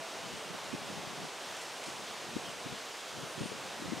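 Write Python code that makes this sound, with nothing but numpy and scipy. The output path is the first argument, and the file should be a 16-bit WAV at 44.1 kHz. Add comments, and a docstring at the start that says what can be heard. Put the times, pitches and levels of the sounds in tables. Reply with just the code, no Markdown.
"""Strong, steady wind rushes through the crowns of an autumn wood. From the start a fitful draught
near the ground rumbles in the two microphone ports, and branches shed eddies in faint, hollow moans.
From 0.4 s a few high chirps, probably small birds, barely clear the rush. From 0.7 s the draught's
sharpest eddies land as soft bumps. Dry leaves rustle briefly at 1.6 and 1.8 s.
The bumps come thickest around 3.4 s."""
import sys
import numpy as np
from scipy import signal
from scipy.fft import rfft, irfft
from scipy.io import wavfile
from scipy.ndimage import uniform_filter1d

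SR = 44100
rng = np.random.default_rng(int(sys.argv[2]) if len(sys.argv) > 2 else 0)


def waveform_to_disk(signal):
    """Save audio, clipped to [-1, 1], as 16-bit WAV at the path in sys.argv[1]."""
    frames = np.transpose(np.atleast_2d(signal))
    scaled = np.clip(frames, -1, 1) * 32767
    samples = np.round(scaled).astype(np.int16)
    wavfile.write(sys.argv[1], SR, samples)


N = 176400
T = np.arange(N) / SR
HZ = np.fft.rfftfreq(N, 1 / SR)


def amp(db):
    """Decibels to gain."""
    return 10 ** (np.asarray(db) / 20)


def unit(x):
    """Scales to rms 1."""
    return x / np.sqrt(np.mean(x ** 2) + 1e-20)


def gains(points):
    """Gain at every frequency from (Hz, dB) points."""
    hz, db = np.transpose(points)
    return amp(np.interp(np.log(HZ + 1), np.log(hz + 1), db))


def noise(gain):
    """Noise with the given gain at every frequency, at rms 1."""
    return unit(irfft(rfft(rng.standard_normal(N)) * gain, N))


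def wander(rate_hz):
    """Random drift up to about rate_hz, at rms 1."""
    return noise(np.exp(-(HZ / rate_hz) ** 2))


def patchy(x, depth_db, bins=14, frames=24):
    """Lets patches of the spectrum swell and fade on their own."""
    spectra = signal.stft(x, nperseg=1024, noverlap=768)[2]
    field = uniform_filter1d(rng.standard_normal(spectra.shape), bins, axis=0)
    field = unit(uniform_filter1d(field, frames, axis=1))
    return signal.istft(spectra * amp(depth_db * field), nperseg=1024, noverlap=768)[1][:N]


# Rush common to both ports. Each row: frequency in Hz, relative density in dB.
RUSH_SPECTRUM = [(20, -43), (45, -33), (90, -19), (190, -11), (280, -5.5), (420, 0.07), (660, 1),
                 (1050, -1.06), (1900, -5.5), (3200, -6), (4600, -9.5), (6300, -11), (9000, -17),
                 (12000, -25.5), (15700, -34)]
# Rush that differs between the ports. Each row: frequency in Hz, relative density in dB.
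SIDE_SPECTRUM = [(20, -15), (90, -8), (350, 0), (700, 0), (1500, -3), (3200, -2.5), (6400, -7), (8000, -22),
                 (12000, -32), (15700, -45)]
# Each row: frequency in Hz, left minus right in dB.
RUSH_BALANCE = [(100, 1), (700, -1.3), (1400, -1), (3000, 0), (8000, -0.5)]
# Each row: time in seconds, roar gain in dB, hiss gain in dB.
RUSH_SWELL = [(0, -0.5, 0), (.45, 0, 0), (.8, 0, -0.3), (1.3, -0.4, -.1), (1.6, -1.3, .5), (2.1, -0.5, 0.3),
              (2.5, -1.2, 0.26), (3.1, -1.5, 0.45), (3.45, -1, 0), (4, 0, 0.3)]

def crowns(mid_db=-43, side_db=-60, crossover_hz=2700, flutter_db=0.32):
    """Countless far branches and leaves: a roar and a hiss that swell a little, alike in both ports."""
    times, roar_db, hiss_db = np.transpose(RUSH_SWELL)
    rush = patchy(noise(gains(RUSH_SPECTRUM)), depth_db=0.59)
    roar = irfft(rfft(rush) * np.exp(-(HZ / crossover_hz) ** 2), N)
    hiss = (rush - roar) * amp(np.interp(T, times, hiss_db) + flutter_db * wander(rate_hz=12))
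    mid = amp(mid_db) * (roar * amp(np.interp(T, times, roar_db)) + hiss)
    side = amp(side_db) * noise(gains(SIDE_SPECTRUM))
    lean = np.sqrt(gains(RUSH_BALANCE))
    return irfft(rfft([mid + side, mid - side]) * [lean, 1 / lean], N)


# Turbulence in a port. Each row: frequency in Hz, relative density in dB.
RUMBLE_SPECTRUM = [(20, -48), (45, -30), (85, -10.5), (130, 0), (170, 1.5), (270, -1.5), (450, -11),
                   (800, -21.5), (2000, -75)]
# Each row: time in seconds, left and right strength in dB before the trim.
DRAUGHT_STRENGTH = [(0.0, -50, -52), (0.07, -69, -71), (0.25, -46, -59), (0.35, -44, -53), (0.41, -57, -73),
                    (0.46, -62, -49), (0.54, -48, -43), (0.6, -48, -74), (0.71, -52, -42.5),
                    (0.83, -46, -56), (0.91, -46.5, -44), (0.99, -41.5, -46), (1.12, -49, -60),
                    (1.249, -46.5, -43), (1.3, -64, -72), (1.55, -53, -68), (1.72, -61, -68),
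                    (1.85, -64, -64), (1.88, -50, -52), (2.12, -55, -70), (2.35, -48, -48),
                    (2.42, -59, -51), (2.49, -45.5, -52.5), (2.62, -57, -59), (2.66, -54, -51),
                    (2.73, -42, -52), (2.85, -73, -67), (3.05, -77, -71), (3.14, -46.5, -55),
                    (3.24, -38, -46), (3.32, -55, -67), (3.37, -54, -47), (3.42, -48, -41),
                    (3.53, -43, -61), (3.62, -51, -48), (3.76, -51, -64), (3.83, -46, -38.5),
                    (3.99, -41, -55)]

def draught(trim_db=-2.5, lump_db=3):
    """Lumpy turbulence, unrelated in the two ports, follows the air speed at each."""
    times, *ports_db = np.transpose(DRAUGHT_STRENGTH)
    ports = []
    for strength_db in ports_db:
        rumble = unit(noise(gains(RUMBLE_SPECTRUM)) * amp(lump_db * wander(rate_hz=45)))
        ports.append(amp(trim_db + np.interp(T, times, strength_db)) * rumble)
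    return np.array(ports)


# Each row: middle in seconds, length in seconds, pitch in Hz, level in dB.
BRANCH_MOANS = [(0.027, 0.093, 655, -51), (0.183, 0.19, 670, -58), (1.2, 0.38, 724, -59)]

def moans(half_width_hz=18):
    """Air sheds eddies from the branches: a faint hollow tone that comes and goes."""
    out = np.zeros(N)
    for middle_s, length_s, pitch_hz, level_db in BRANCH_MOANS:
        tone = noise(1 / (1 + ((HZ - pitch_hz) / half_width_hz) ** 2))
        out += amp(level_db) * tone * np.exp(-(2 * (T - middle_s) / length_s) ** 2)
    return out


# Each row: middle in seconds, length in seconds, pitch in Hz, level in dB, fall in Hz per second.
BIRD_CHIRPS = [(.39, .08, 8920, -62, 900), (1.569, .016, 8200, -56, 900), (2.074, 0.053, 3310, -55, 900),
               (2.467, .06, 3084, -49.5, 6000), (3.307, 0.2, 9300, -65.5, 900),
               (3.448, 0.092, 8720, -59, 300)]

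def chirps(waver_hz=140, echo_db=-1, echo_t60_s=0.32):
    """Thin wavering notes that fall slightly, smeared by echoes from the trunks."""
    drift_hz = waver_hz * wander(rate_hz=94)
    notes = np.zeros(N)
    for middle_s, length_s, pitch_hz, level_db, fall_hz_per_s in BIRD_CHIRPS:
        near = abs(T - middle_s) < length_s / 2
        t = T[near] - middle_s
        cycles = np.cumsum(pitch_hz + drift_hz[near] - fall_hz_per_s * t) / SR
        envelope = amp(level_db) * np.sqrt(2) * np.cos(np.pi * t / length_s)
        notes[near] += envelope * np.sin(2 * np.pi * cycles)
    tail = rng.standard_normal(N) * amp(-60 * T / echo_t60_s)
    echoes = signal.fftconvolve(notes, tail / np.linalg.norm(tail))[:N]
    return notes + amp(echo_db) * echoes


# Each row: middle in seconds, port (0 left, 1 right), envelope peak in dB before the low cut,
# centre frequency in Hz, Gaussian half length in cycles.
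EDDY_BUMPS = [(0.734, 1, -31, 249, 0.73), (.741, 1, -26.5, 350, 0.42), (.751, 0, -27, 213, 0.38),
              (0.904, 1, -31.5, 282, 0.46), (0.975, 0, -34, 200, .5), (0.987, 0, -35, 160, 0.69),
              (1.18, 0, -40, 240, 0.59), (1.872, 1, -37, 280, .45), (1.886, 0, -29, 230, 0.29),
              (2.36, 1, -32, 175, 0.39), (2.367, 0, -20.5, 278, 0.45), (2.662, 1, -33.5, 185, 0.43),
              (2.668, 0, -30, 250, .5), (2.728, 0, -33, 170, 0.27), (3.381, 1, -33, 200, .4),
              (3.389, 1, -30, 220, 0.32), (3.407, 1, -31, 230, .45), (3.414, 0, -24, 170, .42),
              (3.42, 0, -30.5, 470, 0.71), (3.436, 0, -30, 260, 0.38), (3.44, 1, -32, 290, 0.4),
              (3.459, 0, -27, 247, 0.35), (3.521, 0, -28.5, 470, 0.63), (3.824, 0, -30, 280, 0.42),
              (3.892, 0, -32, 180, .45), (3.924, 0, -24, 260, .45), (3.934, 0, -24.5, 247, .55)]

def bumps(glide_per_s=56, wake_db=-13.5, wake_s=0.0063, low_cut_hz=80):
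    """Each eddy gives one port a quickening push of a cycle or two, wrapped in a short turbulent wake."""
    out = np.zeros((2, N))
    turbulence = noise(gains(RUMBLE_SPECTRUM))
    phases = rng.uniform(-np.pi, np.pi, len(EDDY_BUMPS))
    for (middle_s, port, peak_db, centre_hz, half_cycles), phase in zip(EDDY_BUMPS, phases):
        near = abs(T - middle_s) < 0.05
        t = T[near] - middle_s
        cycles = centre_hz * np.expm1(glide_per_s * t) / glide_per_s
        push = np.exp(-0.5 * (cycles / half_cycles) ** 2) * np.cos(2 * np.pi * cycles + phase)
        wake = amp(wake_db) * turbulence[near] * np.exp(-abs(t) / wake_s)
        out[int(port), near] += amp(peak_db) * (push + wake)
    low_cut = signal.butter(2, low_cut_hz, "highpass", fs=SR, output="sos")
    return signal.sosfiltfilt(low_cut, out)


# Each row: frequency in Hz, relative density in dB.
LEAF_SPECTRUM = [(500, -16), (2500, 4), (6000, 6), (8500, 3), (10500, -3), (13000, -17), (16000, -20)]
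# Each row: start in seconds, level in dB, decay time constant in seconds.
LEAF_RUSTLES = [(1.565, -47, .012), (1.61, -49.5, .05), (1.837, -40.5, 0.0083), (1.857, -48, 0.079)]

def leaves(rise_s=0.001, crackle_depth_db=3):
    """Stirred dry leaves: short bursts of fine crackle that start quickly and die away."""
    grains = rng.standard_normal(N) * amp(crackle_depth_db * wander(rate_hz=900))
    crackle = unit(irfft(rfft(grains) * gains(LEAF_SPECTRUM), N))
    envelope = np.zeros(N)
    for start_s, level_db, decay_s in LEAF_RUSTLES:
        age_s = np.maximum(T - start_s, 0)
        envelope += amp(level_db) * np.minimum(age_s / rise_s, 1) * np.exp(-age_s / decay_s)
    return crackle * envelope


def scene():
    """The wood ahead, and the wind on the microphone."""
    return crowns() + draught() + moans() + chirps() + bumps() + leaves()


def record(dry, cutoff_hz=15750):
    """A steep low-pass limits the band."""
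    low_pass = signal.firwin(801, cutoff_hz, window=("kaiser", 9), fs=SR)
    return signal.oaconvolve(dry, low_pass[None], "same")


dry = scene()
out = record(dry)
waveform_to_disk(out)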